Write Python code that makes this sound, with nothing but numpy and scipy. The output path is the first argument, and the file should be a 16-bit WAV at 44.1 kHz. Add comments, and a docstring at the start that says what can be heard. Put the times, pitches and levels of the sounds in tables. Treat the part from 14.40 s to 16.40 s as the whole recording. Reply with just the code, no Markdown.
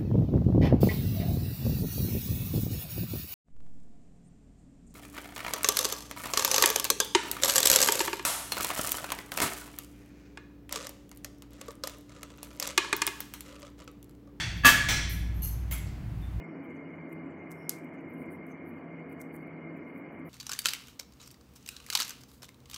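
"""A distant clank dies away in a large, hard room, then steel gym equipment lands with a loud rattle.
The steel chatters in a burst of contacts and leaves its frame ringing; a duller knock comes from afar.
Small steel fittings tick, ting and click, followed by a soft bump and a faint ping.
The hall answers the contacts, and under it all the ventilation rumbles, hisses and hums."""
import sys
import numpy as np
from scipy import signal
from scipy.fft import rfft, irfft, next_fast_len
from scipy.io import wavfile
from scipy.ndimage import map_coordinates

SR = 44100
rng = np.random.default_rng(int(sys.argv[2]) if len(sys.argv) > 2 else 0)


def transcribe(signal):
    """Save signal, clipped to [-1, 1], as a 16-bit WAV file at the path in sys.argv[1]."""
    frames = np.atleast_2d(signal).T
    limited = np.clip(frames, -1, 1)
    pcm = np.round(limited * 32767).astype(np.int16)
    wavfile.write(sys.argv[1], SR, pcm)


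N = 88200
TIME = np.arange(N) / SR

CLANK_HITS = [(0.2354, -53, 6), (.247, -19.5, -2), (0.2534, -16.5, 3.5), (0.2651, -16.5, 1.4),
              (0.2767, -25.5, -1), (.288, -20.5, 1)]  # the burst of contacts: t/s, level/dB, treble tilt/(dB per octave)
CLANK_COLOUR = [(90, -8), (150, -2), (265, -4), (460, -10.5), (680, -1.5), (780, -7), (1150, -2),
                (1300, 1.5), (1700, 6), (2000, -0.5), (2300, 0.5), (2680, -1.5), (2850, -4.5), (3300, -1),
                (3950, -7), (4620, -6.5), (4950, -9), (6400, -7.5), (7500, -10), (10500, -15),
                (12700, -10.5), (15500, -15.5)]  # tone of each contact: f/Hz, relative level/dB
FRAME_HITS = [(0.2353, -30), (0.2469, -12.5)]  # a first touch, then the full blow: t/s, level/dB
FRAME_RING = [(259.7, -14.5, 0.54), (559, -22.5, 0.58), (683, -19, 0.51), (904, -15, 0.59),
              (1164, -3, 0.46), (1416, -17.5, 0.3), (1516, -16, 0.24), (1688, 2, 0.67), (1706, -4, 0.98),
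              (1780, -12, 0.81), (1895, -12.5, .7), (2220, -13, 0.83), (2626, -5, 0.43), (2723, -11, 0.56),
              (3093, -17, 0.74), (3273, -16.5, 0.72), (3397, -18, 0.86), (4580, -15.5, 0.58),
              (6360, -20, 0.52)]  # modes of the steel frame: f/Hz, relative level/dB, t60/s
def clank(settle_s=0.292, settle_over_s=0.0085, damping_db=-5):
    """Heavy steel lands, chatters for 50 ms and rings the frame, damping it as it comes to rest."""
    chatter, frame = np.zeros(N), np.zeros(N)
    for s, db, tilt_db in CLANK_HITS:
        hit = contact(CLANK_COLOUR, t60=0.17, hall_db=-6.5, build_s=0.0091, tilt_db=tilt_db)
        add(chatter, s, amp(db) * hit)
    for s, db in FRAME_HITS:
        add(frame, s, amp(db) * ring(FRAME_RING, attack_s=0.0015, flutter_depth=0.4, flutter_hz=51.2))
    settled = np.clip((TIME - settle_s) / settle_over_s, 0, 1)
    return chatter + frame * amp(damping_db * settled)


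FAR_CLANK_COLOUR = [(100, -12), (300, -13), (550, -14), (900, -3), (1050, -9), (1700, 3), (2150, 2),
                    (2500, -4), (2700, 3.5), (2900, -7.5), (3450, 5.5), (3650, -5), (4200, -7.5), (4550, 1),
                    (4800, -9), (6100, -5), (7100, -12.5), (8600, -14), (10200, -22), (12700, -23),
                    (15500, -29)]  # tone of the opening clank: f/Hz, relative level/dB
KNOCK_HITS = [(0.4868, -24.5)]  # the duller knock: t/s, level/dB
KNOCK_COLOUR = [(150, 2.5), (340, -4), (500, -10.5), (900, -5), (1100, -7), (2200, 3), (2850, -7),
                (3400, 0.5), (3750, -6.5), (4150, -1), (4650, -8.5), (5300, -4), (5850, 1.5), (6600, -10.5),
                (7500, -6.5), (8200, -11), (9500, -15), (12600, -16.5), (15500, -12)]  # tone of its attack: f/Hz, relative level/dB
KNOCK_RING = [(1690, -11.5, 0.89), (2164, -17, .8), (3090, -18.5, 0.98), (3450, -16.5, 0.89),
              (5600, -23, 0.88), (6200, -14, 0.56)]  # its steel ring: f/Hz, relative level/dB, t60/s
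def distant_blows():
    """A clank already fading at the start and a ringing knock, both heard mostly through the hall."""
    out = np.zeros(N)
    add(out, -0.043, amp(-26.5) * contact(FAR_CLANK_COLOUR, t60=0.056, hall_db=-1.5, build_s=0.008))
    for s, db in KNOCK_HITS:
        blow = contact(KNOCK_COLOUR, t60=0.17, hall_db=1, build_s=0.015)
        ringing = ring(KNOCK_RING, attack_s=0.004, flutter_depth=0.35, flutter_hz=50.5)
        add(out, s, amp(db) * (blow + ringing))
    return out


TING_HITS = [(0.171, -65, 0), (.943, -60, -9), (.963, -55.5, -9), (1.02, -47.5, 5.5), (1.03, -36, -1.5)]  # brushes, then strikes: t/s, level/dB, ring trim/dB
TING_COLOUR = [(1500, -24), (3000, -23.5), (5000, -19), (6400, -13), (7800, -21), (10200, -18),
               (11500, -10), (12100, -5), (12700, 5.5), (13500, -9), (15500, -13)]  # tone of each touch: f/Hz, relative level/dB
TING_RING = [(2870, -19, .45, 70), (4301, -15, .5, 170), (6240, -11, .55, 260), (7050, -18, .5, 170),
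             (8511, -14, .45, 100), (10840, -3, .38, 210), (12580, -3, .28, 320), (12830, 3.5, .33, 140),
             (12950, -3, .33, 140)]  # bright mode clusters: f/Hz, relative level/dB, t60/s, width/Hz
def ting():
    """A small steel fitting is brushed, then struck, and shimmers high up."""
    out = np.zeros(N)
    for s, db, ring_db in TING_HITS:
        touch = amp(-2) * contact(TING_COLOUR, t60=0.1, hall_db=0.5, build_s=0.014)
        shimmer = amp(ring_db) * cluster(TING_RING, attack_s=0.0014)
        add(out, s, amp(db) * (touch + shimmer))
    return out


CLICK_HITS = [(1.311, -38), (1.3235, -39.5)]  # the click and its bounce: t/s, level/dB
CLICK_COLOUR = [(300, -3), (700, -1), (1500, 3), (2200, 2.5), (3000, -0.5), (5400, -6), (6300, -0.5),
                (9000, -4.5), (11500, 2.5), (13500, 4), (15500, -0.5)]  # tone of the snap: f/Hz, relative level/dB
CLICK_RING = [(2150, -7, 0.64, 280), (2725, -7.5, .2, 840), (3250, -13.5, .4, 300),
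              (7574, -13.5, 0.58, 420), (11200, -8.5, 0.4, 160), (11740, -9, 0.24, 150),
              (12350, -14, 0.38, 180), (14500, -4, .22, 200), (14400, 2, .07, 350)]  # the part's mode clusters: f/Hz, relative level/dB, t60/s, width/Hz
def click():
    """A latch-like part snaps, bounces once and rings briefly."""
    out = np.zeros(N)
    for s, db in CLICK_HITS:
        snap = contact(CLICK_COLOUR, t60=0.15, hall_db=-4, build_s=0.0038)
        add(out, s, amp(db) * (snap + cluster(CLICK_RING, attack_s=0.00066)))
    return out


TICK_HITS = [(0.695, -38.5), (.722, -52), (1.812, -64)]  # light touches: t/s, level/dB
TICK_COLOUR = [(2000, -35), (8000, -6.5), (10500, 2), (13000, 9), (15500, -1.5)]  # their thin, treble tone: f/Hz, relative level/dB
def ticks():
    """Small steel parts touch too lightly to ring."""
    out = np.zeros(N)
    for s, db in TICK_HITS:
        add(out, s, amp(db) * contact(TICK_COLOUR, t60=0.04, hall_db=-1, build_s=0.009))
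    return out


BUMP_HITS = [(1.47, -37.5)]  # the bump: t/s, level/dB
BUMP_COLOUR = [(40, -22), (110, 5.5), (200, -3.5), (330, -14.5), (500, -32), (3000, -49), (4600, -30.5),
               (6000, -39), (10000, -64)]  # its bass-heavy tone: f/Hz, relative level/dB
def bump():
    """A soft, low contact blooms in the hall."""
    out = np.zeros(N)
    for s, db in BUMP_HITS:
        add(out, s, amp(db) * contact(BUMP_COLOUR, t60=0.12, hall_db=-1, build_s=0.0076))
    return out


PING_HITS = [(1.823, -59)]  # the faint ping: t/s, level/dB
PING_RING = [(3560, 2.5, .45, 200)]  # its one mode cluster: f/Hz, relative level/dB, t60/s, width/Hz
def ping():
    """A far-off fitting rings in one narrow band."""
    out = np.zeros(N)
    for s, db in PING_HITS:
        add(out, s, amp(db) * cluster(PING_RING, attack_s=0.0012))
    return out


HUM_FADER = [(0, -47), (.15, -38), (.5, -40), (.65, -34.5), (.94, -31.5), (1.05, -34.5), (1.36, -34),
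             (1.45, -38.5), (1.7, -47), (1.8, -37), (2, -35)]  # swells of the hum: t/s, level/dB
RUMBLE_COLOUR = [(20, -22), (32, -15.5), (45, -3), (60, -8), (80, -5), (105, 2.5), (135, -7.5), (175, -5.5),
                 (215, -17.5), (320, -18.5), (450, -38), (700, -56)]  # low end of the moving air: f/Hz, relative level/dB
HISS_COLOUR = [(200, 7), (450, -1), (700, 2), (1300, -4), (2300, -5.5), (3500, -14), (5500, -21.5),
               (10000, -28), (13000, -24), (15500, -28)]  # its soft hiss: f/Hz, relative level/dB
def ventilation(hum_hz=58.7, rumble_db=-37.5, hiss_db=-53.5):
    """A bed of air rumble and hiss, with a low hum that wavers in level and pitch."""
    hum_rms = amp(np.interp(TIME, *np.transpose(HUM_FADER)))
    hum = hum_rms * np.sqrt(2) * np.sin(2 * np.pi * hum_hz * TIME + 0.48 * wobble(7.65))
    return hum + amp(rumble_db) * noise(RUMBLE_COLOUR) + amp(hiss_db) * noise(HISS_COLOUR)


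HALL_DECAY = [(200, 0.97), (900, 0.51), (2200, 0.86), (5500, 0.7), (8500, 0.56), (12000, 0.34),
              (15500, 0.32)]  # reverb time of the room: f/Hz, t60/s
def contact(colour, t60, hall_db, build_s, tilt_db=0):
    """One hit: a noise burst stands for dense, fast-dying modes, and the hall's tail builds behind it."""
    hz, when, bands = signal.stft(noise(colour, tilt_db), SR, nperseg=256)
    band_decay = fade(when, along(HALL_DECAY, hz)[:, None])
    tail = signal.istft(bands * band_decay, SR, nperseg=256)[1][:N]
    direct = noise(colour, tilt_db) * fade(TIME, t60)
    return direct + amp(hall_db) * tail * rise(build_s)


def ring(modes, attack_s, flutter_depth, flutter_hz):
    """Partials start together, so close pairs beat; later, reflections make each one flutter."""
    out = np.zeros(N)
    depth = flutter_depth * rise(0.012)  # the reflections build up
    for hz, db, t60 in modes:
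        flutter = 1 + depth * (wobble(flutter_hz) + 1j * wobble(flutter_hz))
        out += amp(db) * fade(TIME, t60) * np.imag(flutter * np.exp(2j * np.pi * hz * TIME))
    return out * rise(attack_s) / np.sqrt(1 + 2 * depth ** 2)


def cluster(modes, attack_s):
    """Groups of close modes that beat roughly as they decay."""
    out = np.zeros(N)
    for hz, db, t60, width_hz in modes:
        beating = (wobble(width_hz) + 1j * wobble(width_hz)) / np.sqrt(2)
        out += amp(db) * fade(TIME, t60) * np.real(beating * np.exp(2j * np.pi * hz * TIME))
    return out * rise(attack_s)


def noise(colour, tilt_db=0):
    """Coloured noise of rms 1, tilted in dB per octave."""
    def response(hz):
        return amp(along(colour, hz) + tilt_db * np.log2(hz / SR + 1e-3))
    x = filtered(rng.standard_normal(N), response)
    return x / np.sqrt(np.mean(x ** 2) + 1e-20)


def filtered(x, response):
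    """x through an EQ curve, given as gain against frequency."""
    size = next_fast_len(N + SR // 2)
    return irfft(rfft(x, size) * response(np.fft.rfftfreq(size, 1 / SR)), size)[:N]


def along(points, hz):
    """A curve of (f/Hz, value) points, read on a log axis."""
    freqs, values = np.transpose(points)
    return np.interp(np.log(hz + 1), np.log(freqs + 1), values)


def wobble(rate):
    """Smooth random modulation, rate knots a second."""
    return map_coordinates(rng.standard_normal(1024), [TIME * rate], mode="wrap")


def rise(tau_s):
    """Attack envelope with time constant tau_s."""
    return 1 - np.exp(-TIME / tau_s)


def fade(t, t60):
    """Free decay, 60 dB in t60."""
    return np.exp(-np.log(1000) * t / t60)


def amp(db):
    """Decibels to gain."""
    return 10 ** (np.asarray(db) / 20)


def add(out, s, x):
    """Mix x into out from time s on; a negative s cuts off its head."""
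    start = round(s * SR)
    part = x[max(-start, 0):N - max(start, 0)]
    out[max(start, 0):][:len(part)] += part


def scene():
    """The mono mix at one microphone."""
    return (clank() + distant_blows() + ting() + click() + ticks() + bump() + ping() + ventilation())[None]


def record(dry, ceiling=0.8, top_hz=15800):
    """A soft clip rounds the highest peaks, then a brick-wall low-pass trims the top."""
    soft = dry[0] / (1 + np.abs(dry[0] / ceiling) ** 6) ** (1 / 6)
    return filtered(soft, lambda hz: hz < top_hz)[None]


dry = scene()
out = record(dry)
transcribe(out)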